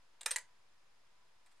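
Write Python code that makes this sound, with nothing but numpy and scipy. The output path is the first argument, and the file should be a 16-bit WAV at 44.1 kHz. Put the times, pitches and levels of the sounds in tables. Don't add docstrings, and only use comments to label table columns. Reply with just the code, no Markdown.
import sys
import numpy as np
from scipy import signal
from scipy.io import wavfile

SR = 44100
rng = np.random.default_rng(int(sys.argv[2]) if len(sys.argv) > 2 else 0)


def amplitude_ratio(level_db):
    exponent = np.asarray(level_db, float) / 20
    return 10 ** exponent


def store_wav(level_fs):
    pcm = np.round(np.clip(np.atleast_2d(level_fs), -1, 1) * 32767)
    wavfile.write(sys.argv[1], SR, pcm.T.astype(np.int16))


N = 70560


def rms_one(x):
    return x / np.sqrt(np.mean(x ** 2) + 1e-20)


def at_hz(points, hz):
    table_hz, values = np.array(points).T
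    return np.interp(np.log(hz), np.log(table_hz), values)


def ring(clicks, hz, width_hz):
    r, w = np.exp(-np.pi * width_hz / SR), 2 * np.pi * hz / SR
    return signal.lfilter([0, np.sin(w)], [1, -2 * r * np.cos(w), r * r], clicks + 1e-18)


def bands(length, colour, likeness, shape):
    out, edges = 0, 20 * 2 ** np.arange(0, 10, .5)
    settle = SR // 10
    white = rng.standard_normal((2, 2, length + settle))
    for k, (low, high) in enumerate(zip(edges, edges[1:])):
        sos = signal.butter(2, [low, min(high, .45 * SR)], "band", fs=SR, output="sos")
        mid, side = signal.sosfilt(sos, white[k % 2])[:, settle:]
        hz = np.sqrt(low * high)
        alike = np.clip(at_hz(likeness, hz), 0, 1)
        stereo = np.sqrt(1 + alike) * mid + np.sqrt(1 - alike) * side * [[1], [-1]]
        out = out + amplitude_ratio(at_hz(colour, hz)) * shape(hz) * stereo
    return out


def steep(x, hz):
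    return signal.sosfilt(signal.cheby2(16, 60, hz, fs=SR, output="sos"), x)


# start in seconds, chatter length in seconds, chatter level in dB,
# board level in dB, disc ring level in dB.
FLIPS = [
    (0.2094, 0.0083, -50.5, -23, -6.5),
    (.2595, 0.0048, -32.5, -20.5, -9),
    (0.3086, .010, -38, -23, -4.5),
    (0.3605, 0.0051, -38, -18.5, -10),
    (1.4606, 0.011, -67.5, -18.5, -10),
    (1.512, 0.017, -71, -21, -6.5),
    (1.564, 0.019, -76.5, -19, -11),
]
# frequency in Hz, width in Hz, level in dB.
DISC_A = [(954, 290, -14.5), (1970, 220, -9), (3700, 130, -4.5), (7840, 320, 5), (8530, 430, 8),
          (9400, 180, -6.5), (10500, 210, -30), (13700, 420, -21)]
DISC_B = [(2100, 75, -16), (2351, 120, -3.5), (3705, 90, -9), (5260, 120, -4), (6030, 140, -11.5),
          (8690, 110, 2.5), (9300, 150, -6), (10770, 300, -12.5), (12000, 310, -22), (13430, 130, -26)]
DISC_C = [(1590, 180, -11.5), (2560, 300, -12), (4200, 230, -15), (7270, 110, -10.5), (7900, 200, -20.5),
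          (8540, 120, 1), (9100, 96, -9.5), (10000, 270, -7), (12600, 110, -28), (14000, 140, -23)]
DISC_D = [(1040, 67, -17), (1680, 99, -6.5), (1937, 44, -5), (4240, 110, -7), (4680, 120, -12.5),
          (7590, 100, 4.5), (8740, 75, -2), (9020, 280, 3), (11050, 99, -6), (13300, 120, -28)]
DISC_FAR = [(1970, 170, -6.5), (3500, 200, -1), (4630, 300, -4), (7800, 310, -2), (8700, 340, -8)]
RING_IN_ROOM_DB, PAN_DB = -12, -.8
BODY_LOW_HZ, BODY_HIGH_HZ = 469, 11800


def discs():
    out = np.zeros((2, 2, N + SR))
    for row, disc in zip(FLIPS, [DISC_A, DISC_B, DISC_C, DISC_D, DISC_FAR, DISC_FAR, DISC_FAR]):
        first, rings, snaps = flip(row, disc)
        out[..., first:first + len(rings)] += [rings + snaps, amplitude_ratio(RING_IN_ROOM_DB) * rings + snaps]
    low_cut = signal.butter(6, BODY_LOW_HZ, "high", fs=SR, output="sos")
    high_cut = signal.butter(2, BODY_HIGH_HZ, fs=SR, output="sos")
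    body = np.vstack([low_cut, high_cut])
    return signal.sosfilt(body, out[..., :N]) * amplitude_ratio([[PAN_DB / 2], [-PAN_DB / 2]])


def flip(row, disc):
    start, lasts, chatter_db, board_db, ring_db = row
    first = int(start * SR) - SR // 400
    clicks = touches(first, start, lasts, chatter_db)
    rings = disc_ring(clicks, disc, ring_db) + board_ring(clicks, board_db)
    return first, rings, snaps_of(clicks)


# time in seconds, level in dB.
TOUCHES = [(0.21, -41.5), (0.2103, -41), (0.2128, -37), (.2136, -45.5), (.2160, -38), (0.2326, -40.5),
           (0.2597, -34.5), (0.261, -25), (0.2624, -31), (0.264, -28.5), (0.2644, -41.5), (.2706, -33.5),
           (.2900, -42.5), (.3088, -27.5), (.3112, -36), (0.313, -23), (.3150, -26), (.3160, -24.5),
           (.3178, -31), (.3235, -37.5), (.3602, -23.5), (0.362, -27), (0.363, -32.5), (0.3655, -30.5),
           (.3714, -36), (.3846, -35), (0.3877, -38), (1.4612, -57), (1.462, -66), (1.5165, -69)]
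CHATTER_PER_S, CHATTER_T60_S, CHATTER_SPREAD_DB = 2500, 0.024, 4


def touches(first, start, lasts, chatter_db):
    n = SR // 4
    t = (np.arange(n) + first) / SR - start
    fade_db = chatter_db - 60 * np.maximum(t - lasts, 0) / CHATTER_T60_S
    hits = (rng.random(n) < CHATTER_PER_S / SR) * (t > 0) * rng.choice([-1, 1], n)
    clicks = hits * amplitude_ratio(fade_db + CHATTER_SPREAD_DB * rng.standard_normal(n))
    for s, db in TOUCHES:
        if 0 <= s * SR - first < SR // 22:
            clicks[int(s * SR) - first] += amplitude_ratio(db)
    return clicks


WIDEN, MODE_SCATTER_DB = 2.2, 4


def disc_ring(clicks, disc, ring_db):
    out = 0
    for k, (hz, width, db) in enumerate(disc):
        scatter = amplitude_ratio(MODE_SCATTER_DB * rng.standard_normal(len(clicks)))
        out = out + amplitude_ratio(ring_db + db) * ring(clicks * scatter, hz, WIDEN * width) * (-1) ** k
    return out


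# frequency in Hz, level in dB, t60 in seconds.
BOARD = [(486.5, -15.5, 0.13), (620.3, -25, .08), (885, -14.5, .12), (982, -22, 0.16), (1189, -15, .08),
         (1646, -12, 0.094), (1737, -13, 0.12), (1887, -8, .08), (1974, -7.5, 0.079), (2196, -16, 0.096),
         (2330, -10.5, 0.075), (3810, -16, 0.079), (7116, -16, .05), (8140, -16.5, .05)]


def board_ring(clicks, board_db):
    out = 0
    for hz, db, t60 in BOARD:
        level = amplitude_ratio(board_db + db + 2.1 * rng.standard_normal())
        out = out + level * ring(clicks, hz, np.log(1000) / np.pi / t60)
    return out


def snaps_of(clicks):
    dealt = rng.integers(0, 3, size=len(clicks))
    out = 0
    for k in range(3):
        out = out + signal.fftconvolve([clicks * (dealt == k)], snap(), axes=1)[:, :len(clicks)]
    return out


# frequency in Hz, level in dB per Hz.
SNAP = [(350, -37), (500, -21), (900, -13.5), (2000, -4.5), (4000, -6), (6000, -7), (8500, 0.5),
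        (15000, -21)]
# frequency in Hz, likeness from 0 to 1.
SNAP_ALIKE = [(1000, 1), (4000, 0.94), (8000, 0.9), (13000, .4)]
SNAP_DB, SNAP_T60_S, SNAP_CYCLES = 5.5, .004, 14


def snap():
    t = np.arange(SR // 50) / SR
    crack = bands(len(t), SNAP, SNAP_ALIKE, lambda hz: amplitude_ratio(-60 * t / (SNAP_T60_S + SNAP_CYCLES / hz)))
    return amplitude_ratio(SNAP_DB) * crack / np.sqrt(np.sum(crack ** 2) / 2)


THUMP_S, THUMP_HZ, THUMP_WIDTH_HZ, THUMP_DB = 0.43, 154, 29, -74


def thump():
    nudge = 1. * (np.arange(N) == int(THUMP_S * SR))
    return amplitude_ratio(THUMP_DB) * ring(nudge, THUMP_HZ, THUMP_WIDTH_HZ)


# frequency in Hz, t60 in seconds.
ROOM_T60 = [(400, 0.3), (1000, 0.25), (2500, 0.21), (6000, 0.19), (9000, .17), (13000, 0.09)]
# frequency in Hz, likeness from 0 to 1.
ROOM_ALIKE = [(400, 1), (2000, 1), (6000, 0.5), (14000, .3)]
ROOM_DB, WALL_S, WALL_DB, WALL_SMEAR_S = -6.5, 0.017, 5, .012


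def room(x):
    t = np.arange(SR // 3) / SR
    wall = 1 + (amplitude_ratio(WALL_DB) - 1) * (t > WALL_S) * np.exp(-np.maximum(t - WALL_S, 0) / WALL_SMEAR_S)
    tail = bands(len(t), [(20, 0), (2e4, 0.0019)], ROOM_ALIKE,
                 lambda hz: wall * amplitude_ratio(-60 * t / at_hz(ROOM_T60, hz)))
    tail = tail * np.minimum(t / 0.0025, 1)
    return amplitude_ratio(ROOM_DB) * signal.fftconvolve(x, tail / np.sqrt(np.sum(tail ** 2) / 2), axes=1)[:, :N]


# frequency in Hz, rms level in dB.
WHINE = [(5030, -93.5), (5095, -94.5)]
THROB_HZ, THROB_PHASE, THROB_DEPTH = 18, -.7, 1
WHINE_WANDER = .03


def whine():
    t = np.arange(N) / SR
    throb = 1 + THROB_DEPTH * np.cos(2 * np.pi * THROB_HZ * t + THROB_PHASE)
    out = 0
    for hz, db in WHINE:
        wander = WHINE_WANDER * np.cumsum(rng.standard_normal(N))
        out = out + amplitude_ratio(db + 2.5) * np.sin(2 * np.pi * hz * t + wander)
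    return throb * out


# frequency in Hz, width in Hz, rms level in dB.
HUM = [(911, 8, -92), (993, 4.5, -88), (1334, 8, -95)]


def hum():
    out = 0
    for hz, width, db in HUM:
        line = ring(ring(rng.standard_normal(2 * N), hz, width), hz, width)
        out = out + amplitude_ratio(db) * rms_one(line[N:])
    return out


# frequency in Hz, level in dB per Hz.
HISS = [(12, -34), (20, -6.5), (32, -21.5), (115, -23), (245, -28.5), (967, -21), (1050, -21), (5140, -29),
        (12500, -41.5), (16200, -74), (22000, -120)]
# frequency in Hz, likeness from 0 to 1.
LIKENESS = [(60, 0.57), (130, 0.45), (290, 0.87), (640, 0.63), (1410, 0.29), (3100, 0.16), (6820, 0.11),
            (15000, 0.07)]
HISS_DB, HISS_TOP_HZ = -73, 13250


def background():
    hiss = amplitude_ratio(HISS_DB) * rms_one(bands(N, HISS, LIKENESS, lambda hz: 1))
    return steep(hiss + hum() + whine(), HISS_TOP_HZ)


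def scene():
    dry, sent = discs()
    return dry + room(sent) + thump() + background()


def top_cut(x):
    return signal.sosfilt(signal.butter(12, 16340, fs=SR, output="sos"), x)


TOP_HZ, OFFSET = 16300, -.00069


def record(dry):
    mix = steep(dry, TOP_HZ) + OFFSET
    return top_cut(mix)


dry = scene()
out = record(dry)
store_wav(out)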